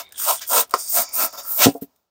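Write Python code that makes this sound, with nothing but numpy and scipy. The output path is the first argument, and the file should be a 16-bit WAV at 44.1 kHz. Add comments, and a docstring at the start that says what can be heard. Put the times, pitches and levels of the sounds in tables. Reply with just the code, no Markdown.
"""In a yard, a foam board is trimmed by hand: five quick rasping strokes of a blade, light slides between.
Stick-slip friction bursts foam cells, which sizzle; the board sounds hollow where the blade bites,
and faint squeaks glide as it moves on. The blade knocks once. The last stroke breaks through with a
thump, and the board is bumped as it is turned. Near surfaces return echoes over faint outdoor air."""
import sys
import numpy as np
from scipy import signal
from scipy.fft import rfft, irfft
from scipy.io import wavfile

SR = 44100
rng = np.random.default_rng(int(sys.argv[2]) if len(sys.argv) > 2 else 0)


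def digitize_waveform(pressure):
    """Quantize a signal to 16-bit integers and store it at the path in sys.argv[1].

    Rows of a 2-D input are taken as channels; values are limited to [-1, 1].
    """
    field = np.atleast_2d(pressure).T
    bounded = np.clip(field, -1, 1)
    quanta = np.round(bounded * 32767).astype(np.int16)
    wavfile.write(sys.argv[1], SR, quanta)


N = 92610

# Spectra of the friction, from bright sizzle to hollow body: f/Hz, relative spectral level/dB
SIZZLE = [(7000, -20), (9700, -14), (11200, -16), (12100, -10), (12900, -6), (13600, -4.5), (14600, 0.5),
          (15400, -2), (16000, -9)]
RASP = [(3600, -29.5), (4400, -20.5), (4800, -11.5), (5500, -7), (6100, -9.5), (6900, -4.5), (7750, -7),
        (8500, 1), (9050, 2.5), (9700, -12), (11500, -17.5)]
CRUNCH = [(700, -19), (1500, -1.5), (1900, -3.5), (2300, -3.5), (2750, -2), (3200, -2.5), (3800, 1),
          (4100, -4.5), (4400, -1), (4800, -0.5), (5500, -0.5), (7500, -1.5), (10000, -11.5),
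          (16000, -28.5)]
BODY = [(60, -19.5), (150, -16), (250, -7.5), (310, -14.5), (390, -14.5), (470, -7.5), (590, -1.5),
        (700, 0), (850, -5.5), (1030, -1), (1170, -6), (1320, -2), (1750, -20), (3000, -27)]


def strokes(t, grip):
    """Fracture noise: the moving edge bursts foam cells, heard as a bright sizzle over a lower rasp."""
    # One envelope per stroke: t/s, relative sizzle level/dB, relative rasp level/dB
    envelopes = [
        [(0.13, -61, -63), (0.16, -61, -49.5), (0.184, -34, -36), (0.212, -24.5, -30.5), (0.26, -24.5, -30),
         (0.3, -17.5, -24.5), (0.36, -32, -34.5), (0.386, -51, -39), (0.4, -56, -72)],
        [(0.45, -69, -60), (0.48, -28, -37.5), (0.512, -22, -24.5), (0.526, -18.5, -25.5), (0.574, -17.5, -21),
         (0.612, -13.5, -24.5), (0.626, -35.5, -33.5), (0.662, -67, -74), (0.68, -54, -85)],
        [(0.75, -55, -31.5), (0.766, -44, -51), (0.79, -35.5, -33.5), (0.878, -40, -36.5), (0.898, -24, -33.5),
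         (0.962, -16.5, -23.5), (1.03, -22, -31), (1.042, -48, -39), (1.08, -68, -85)],
        [(1.11, -56.5, -68), (1.122, -54.5, -46), (1.138, -27.5, -36), (1.18, -19, -29.5), (1.228, -18, -27.5),
         (1.26, -21, -32), (1.292, -63, -68.5), (1.31, -48.5, -62)],
        [(1.43, -43, -43), (1.468, -33, -46), (1.486, -24.5, -44.5), (1.56, -21.5, -41), (1.64, -15.5, -25.5),
         (1.648, -16.5, -26), (1.682, -37, -36), (1.736, -49.5, -62), (1.78, -49, -59)],
    ]
    sizzle_gain_db, rasp_gain_db, edge_s = 0.5, 1.5, 0.0062
    sizzle = rasp = 0
    for envelope in envelopes:
        times, sizzle_db, rasp_db = np.transpose(envelope)
        outside_s = np.maximum(np.maximum(times[0] - t, t - times[-1]), 0)
        gate = np.exp(-outside_s / edge_s)
        sizzle += gate * from_db(np.interp(t, times, sizzle_db) + sizzle_gain_db)
        rasp += gate * from_db(np.interp(t, times, rasp_db) + rasp_gain_db)
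    return sizzle * cells(SIZZLE, grip) + rasp * cells(RASP, grip)


def bites(t, grip):
    """Forced vibration: a deep bite makes the board resound, its colour changing as the cut grows."""
    # t/s, rise/s, fall/s, body level/dB, crunch level/dB, high-pass f/Hz,
    # hollow resonance f/Hz, gain/dB, crunch resonance f/Hz, gain/dB, notch f/Hz, depth/dB
    deep_cuts = [(0.296, 0.026, 0.035, -19, -25.5, 540, 993, 4.5, 3200, 2.5, 1820, 12),
                 (0.531, 0.023, 0.056, -22.5, -29, 380, 515, 6.5, 3270, 4, 2030, 3.5),
                 (0.583, 0.034, 0.033, -21, -22, 300, 465, 15, 3740, 3.5, 1900, 0.5),
                 (0.987, 0.035, 0.037, -27.5, -25.5, 190, 720, 9.5, 2270, 2, 3000, 7),
                 (1.222, 0.044, 0.039, -26, -25.5, 190, 1336, 3, 2510, 6, 3200, 7),
                 (1.616, .022, 0.019, -21.5, -19.5, 260, 588.6, 5.5, 2260, 4, 1953, 1),
                 (1.645, 0.019, 0.037, -23, -12.5, 220, 480, 4.5, 2690, 6, 2000, 0.5)]
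    break_s, collapse_s, collapse_db = 1.655, 0.0062, -9  # the blade comes free
    out = 0
    for at, rise, fall, body_db, crunch_db, low_hz, *resonances in deep_cuts:
        hollow_hz, hollow_db, upper_hz, upper_db, notch_hz, notch_db = resonances
        depth = np.exp(-np.abs((t - at) / np.where(t < at, rise, fall)) ** 1.84)
        sound = from_db(body_db) * cells(BODY, grip) + from_db(crunch_db) * cells(CRUNCH, grip)
        sound = butterworth(sound, low_hz, "high", order=3)
        sound = bell(sound, hollow_hz, hollow_db, octaves=0.11)
        sound = bell(sound, upper_hz, upper_db, octaves=0.11)
        out += depth * bell(sound, notch_hz, -notch_db, octaves=0.32)
    return out * from_db(collapse_db * np.clip((t - break_s) / collapse_s, 0, 1))


def thumps():
    """Modal response: soft blows ring the board, and each contact's bandwidth sets which modes answer."""
    # Breakthrough and bumps: t/s, impulse level/dB, lowest f/Hz, highest f/Hz
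    contacts = [(1.6592, -1.5, 104, 1510), (1.6674, 3.5, 110, 1010), (1.678, -44, 120, 735),
                (1.6855, -8.5, 120, 890), (1.7499, -14.5, 400, 600), (1.7545, -10.5, 557, 730),
                (1.8212, -17.5, 99.4, 496), (1.8257, -24, 99.8, 484.3)]
    # Modes of the board: f/Hz, gain/dB, T60/s
    board_modes = [(133, -28, 0.039), (180, -21.5, 0.034), (284.6, -5.5, 0.059), (400, -16.5, 0.053),
                   (447, -10, 0.035), (556, -22, 0.066), (692, -16.5, .1), (765, -23, 0.12),
                   (987, -25.5, 0.11), (1373, -23, .06)]
    force = 0
    for at, db, low_hz, high_hz in contacts:
        blow = butterworth(impulse(at, db), low_hz, "high", order=3)
        force += butterworth(blow, high_hz, "low", order=4)
    return ring(force, board_modes)


def knock(t):
    """Impact excitation: the blade jolts against the stiff board and crushes a little foam."""
    # Jolts within the one knock: t/s, impulse level/dB
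    jolts = [(0.7392, 1), (0.74008, 0.5), (0.7444, -3.5), (0.7625, -24)]
    # Modes of the knock: f/Hz, gain/dB, T60/s
    knock_modes = [(530, -13, 0.043), (720, -16, .035), (1062, -12, 0.049), (1243, -10, 0.027),
                   (1790, -26.5, 0.031), (4460, -23.5, 0.004), (5000, -15, 0.0089)]
    crush_db, crush_decay_s = -31, 0.031
    age = t - jolts[0][0]
    envelope = from_db(crush_db) * (age > 0) * np.exp(-np.abs(age) / crush_decay_s)
    crushed = envelope * (cells(BODY) + from_db(-3.5) * cells(CRUNCH))
    force = sum(impulse(at, db) for at, db in jolts)
    return butterworth(ring(force, knock_modes) + crushed, 380, "high", order=4)


def ticks(t):
    """Damped transients: small touches of blade and fingers crush foam in very short crackles."""
    # Touches: t/s, relative level/dB
    touches = [(0.09, -42), (0.123, -24.5), (0.695, -31), (0.7094, -20), (0.72, -33.5), (0.7391, -10),
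               (0.394, -22.5), (1.041, -30), (1.09, -27), (1.1369, -29), (1.306, -34), (1.327, -27),
               (1.6585, -7.5), (1.72, -30), (1.741, -33.5), (1.761, -43), (1.961, -47.5)]
    gain_db = -13
    envelope = sum(from_db(db + gain_db) * decay(t - at, t60=0.033) for at, db in touches)
    return envelope * (cells(SIZZLE) + from_db(-3.5) * cells(RASP) + from_db(-6) * cells(CRUNCH))


def slides(t, grip):
    """Sliding friction: the flat of the blade rubs in the cut and rings; overlapping rubs add in power."""
    # Light rubs: start t/s, attack/s, end t/s, release/s, level/dB of blade, body, crunch and sizzle
    rubs = [(-0.01, 0.0054, 0.0017, 0.013, -86, -31, -30, -29),
            (0.152, 0.11, 0.34, .035, -45, -51.5, -36, -64), (0.405, 0.016, 0.42, 0.02, -34, -46, -32, -33),
            (0.699, 0.045, 0.75, 0.0056, -48, -38, -54, -64),
            (0.745, .015, 1.03, 0.085, -38, -58.5, -60, -69),
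            (0.95, 0.014, 1.08, 0.15, -43, -50.5, -71, -58.5),
            (1.19, 0.022, 1.45, 0.035, -45.5, -56.5, -61, -68),
            (1.328, .004, 1.352, 0.025, -44, -38.5, -55, -41),
            (1.373, 0.005, 1.398, 0.019, -36, -38.5, -45.5, -33.5),
            (1.41, 0.087, 1.59, 0.053, -49.5, -50, -54.5, -54),
            (1.81, .013, 1.83, 0.0096, -68, -60, -52.5, -34.5),
            (1.86, .02, 1.99, 0.062, -85.5, -79.5, -83, -75)]
    # Spectrum of the ringing blade: f/Hz, relative spectral level/dB
    blade = [(1000, -24), (1350, -12.5), (1700, -25.5), (2250, -17), (3050, -32.5), (3650, -11),
             (4300, -24), (4700, 5.5), (5050, -3), (5400, 4.5), (5850, -3.5), (6350, -2), (7100, 0.5),
             (7900, -21), (15000, -32)]
    powers = 0
    for start, attack, end, release, *levels_db in rubs:
        touch = np.clip((t - start) / attack, 0, 1) * np.exp(-np.maximum(t - end, 0) / release)
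        powers += np.outer(from_db(levels_db), touch) ** 2
    spectra = (blade, BODY, CRUNCH, SIZZLE)
    rubbed = sum(np.sqrt(power) * cells(spectrum, grip) for power, spectrum in zip(powers, spectra))
    return butterworth(rubbed, 396, "high")


def squeaks(t):
    """Friction-driven resonance: foam on steel sounds narrow bands of noise that glide and flutter."""
    # Glides: start t/s, end t/s, start f/Hz, end f/Hz, width/Hz, level/dB
    glides = [(0.0, 0.131, 3600, 3770, 75, -54.5), (0.01, 0.126, 2220, 2230, 65, -57.5),
              (0.107, 0.199, 1660, 1550, 70, -55.5), (0.191, 0.283, 1400, 1108, 170, -39.5),
              (0.139, 0.297, 3420, 3207, 299.4, -44.5), (0.32, 0.514, 3530, 3210, 70, -49),
              (0.382, 0.399, 3432, 3343, 60, -39), (0.404, 0.447, 1417, 1640, 170, -43),
              (0.768, 0.844, 1071, 1090, 80, -60.5), (1.019, 1.22, 2260, 2390, 90, -54.5),
              (1.374, 1.42, 3630, 3785, 70, -45.5), (1.365, 1.6, 1335, 1323, 55, -47.5),
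              (1.47, 1.601, 880, 892, 50, -52.5)]
    flutter_depth, flutter_hz = 0.69, 300
    out = 0
    for start, end, from_hz, to_hz, width_hz, db in glides:
        progress = np.clip((t - start) / (end - start), 0, 1)
        phase = 2 * np.pi * np.cumsum(from_hz + (to_hz - from_hz) * progress) / SR
        tone = unit_rms(drift(width_hz) * np.cos(phase) + drift(width_hz) * np.sin(phase))
        out += from_db(db) * np.sqrt(np.abs(np.sin(np.pi * progress))) * tone
    return out * (1 + flutter_depth * drift(flutter_hz)) / np.sqrt(1 + flutter_depth ** 2)


def edge_reflection(x):
    """Comb filtering: vibration returns from the board's far edge and interferes, sounding hollow."""
    delay_s, gain = 0.00305, from_db(-10)
    delayed = np.interp(np.arange(N) - delay_s * SR, np.arange(N), x, left=0)
    return (x + gain * butterworth(delayed, 9000, "low", order=1)) / np.sqrt(1 + gain ** 2)


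def yard(x, t):
    """Reflection: near surfaces add a few discrete echoes and a faint, dull reverberant tail."""
    # Echoes from bench, ground, wall and fence: delay t/s, level/dB
    echoes = [(.0036, -25.5), (.0106, -15), (.0178, -19.5), (0.023, -22.5)]
    tail = butterworth(rng.standard_normal(N), 2500, "low", order=1) * decay(t, t60=0.19) * (t > 0.012)
    response = from_db(-33) * tail / np.linalg.norm(tail) + sum(impulse(at, db) for at, db in echoes)
    return x + signal.fftconvolve(x, response)[:N]


def outdoor_air(t):
    """Ambient noise: a faint broadband background that dies away at the end."""
    # Spectrum of the air: f/Hz, relative spectral level/dB
    air_spectrum = [(25, -22), (65, -3), (130, -8.5), (400, -6.5), (800, -5), (2000, -20.5), (5000, -17.5),
                    (16000, -34)]
    level_db, fade_start_s, fade_db_per_s = -61, 1.757, 61
    envelope = from_db(level_db - fade_db_per_s * np.maximum(t - fade_start_s, 0))
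    return envelope * colour(rng.standard_normal(N), air_spectrum)


def cells(spectrum, grip=1):
    """Shot noise: foam cells burst at random, harder whenever the blade catches; rms 1."""
    bursts_per_s, spread_db = 16000, 1.5
    sizes = from_db(spread_db * np.minimum(rng.exponential(1, N), 4)) * rng.choice([-1, 1], N)
    bursting = rng.random(N) < bursts_per_s / SR
    return colour(grip * sizes * bursting, spectrum)


def ring(force, modes):
    """Modal superposition: each mode answers an impulse with a damped sine."""
    out = 0
    for hz, db, t60 in modes:
        r, w = decay(1 / SR, t60), 2 * np.pi * hz / SR
        out += from_db(db) * signal.lfilter([0, np.sin(w)], [1, -2 * r * np.cos(w), r * r], force + 1e-18)
    return out


def colour(x, spectrum):
    """Spectral shaping, falling 12 dB per octave below the first point; rms 1."""
    hz, db = np.transpose(spectrum)
    f = np.maximum(np.fft.rfftfreq(N, 1 / SR), 1)
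    rolloff_db = 40 * np.log10(np.minimum(f / hz[0], 1))
    gain = from_db(np.interp(np.log(f), np.log(hz), db) + rolloff_db)
    return unit_rms(irfft(rfft(x) * gain, N))


def bell(x, hz, db, octaves):
    """A resonance peak or notch, Gaussian in log frequency."""
    distance = np.log2(np.maximum(np.fft.rfftfreq(N, 1 / SR), 1) / hz) / octaves
    return irfft(rfft(x) * from_db(db * np.exp(-distance ** 2)), N)


def drift(hz):
    """Low-passed Gaussian noise: a smooth random fluctuation of rms 1."""
    r = np.exp(-2 * np.pi * hz / SR)
    return unit_rms(signal.lfilter([1], [1, -2 * r, r * r], rng.standard_normal(N + SR))[SR:])


def butterworth(x, hz, kind, order=2):
    """Maximally flat high-pass or low-pass filter."""
    return signal.sosfilt(signal.butter(order, hz, kind, fs=SR, output="sos"), x + 1e-18)


def decay(age, t60):
    """Exponential damping from age 0, by 60 dB in t60 seconds."""
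    return (age >= 0) * np.exp(-np.log(1000) * np.maximum(age, 0) / t60)


def impulse(at, db):
    """A one-sample pulse at a time in seconds."""
    return from_db(db) * (np.arange(N) == int(at * SR))


def from_db(db):
    """Decibels to amplitude ratio."""
    return 10 ** (np.asarray(db) / 20)


def unit_rms(x):
    """Normalisation to rms 1."""
    return x / np.sqrt(np.mean(x ** 2) + 1e-20)


def scene():
    """Superposition: the work, straight ahead, over air; strokes, bites and slides share one grip."""
    t = np.arange(N) / SR
    grip = from_db(1.5 * drift(hz=460) + 0.85 * drift(hz=22))  # stick-slip: quick catches, slow unevenness
    cutting = strokes(t, grip) + edge_reflection(bites(t, grip) + slides(t, grip)) + squeaks(t)
    work = cutting + ticks(t) + knock(t) + thumps()
    return np.tile(yard(work, t) + outdoor_air(t), (2, 1))


def record(dry):
    """Clipping and band limiting: peaks stop at full scale, then the highest treble is cut."""
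    cutoff_hz = 15850
    taps = signal.firwin(301, cutoff_hz, fs=SR, window=("kaiser", 8))
    return signal.fftconvolve(np.clip(dry, -1, 1), taps[None], "same", axes=1)


dry = scene()
out = record(dry)
digitize_waveform(out)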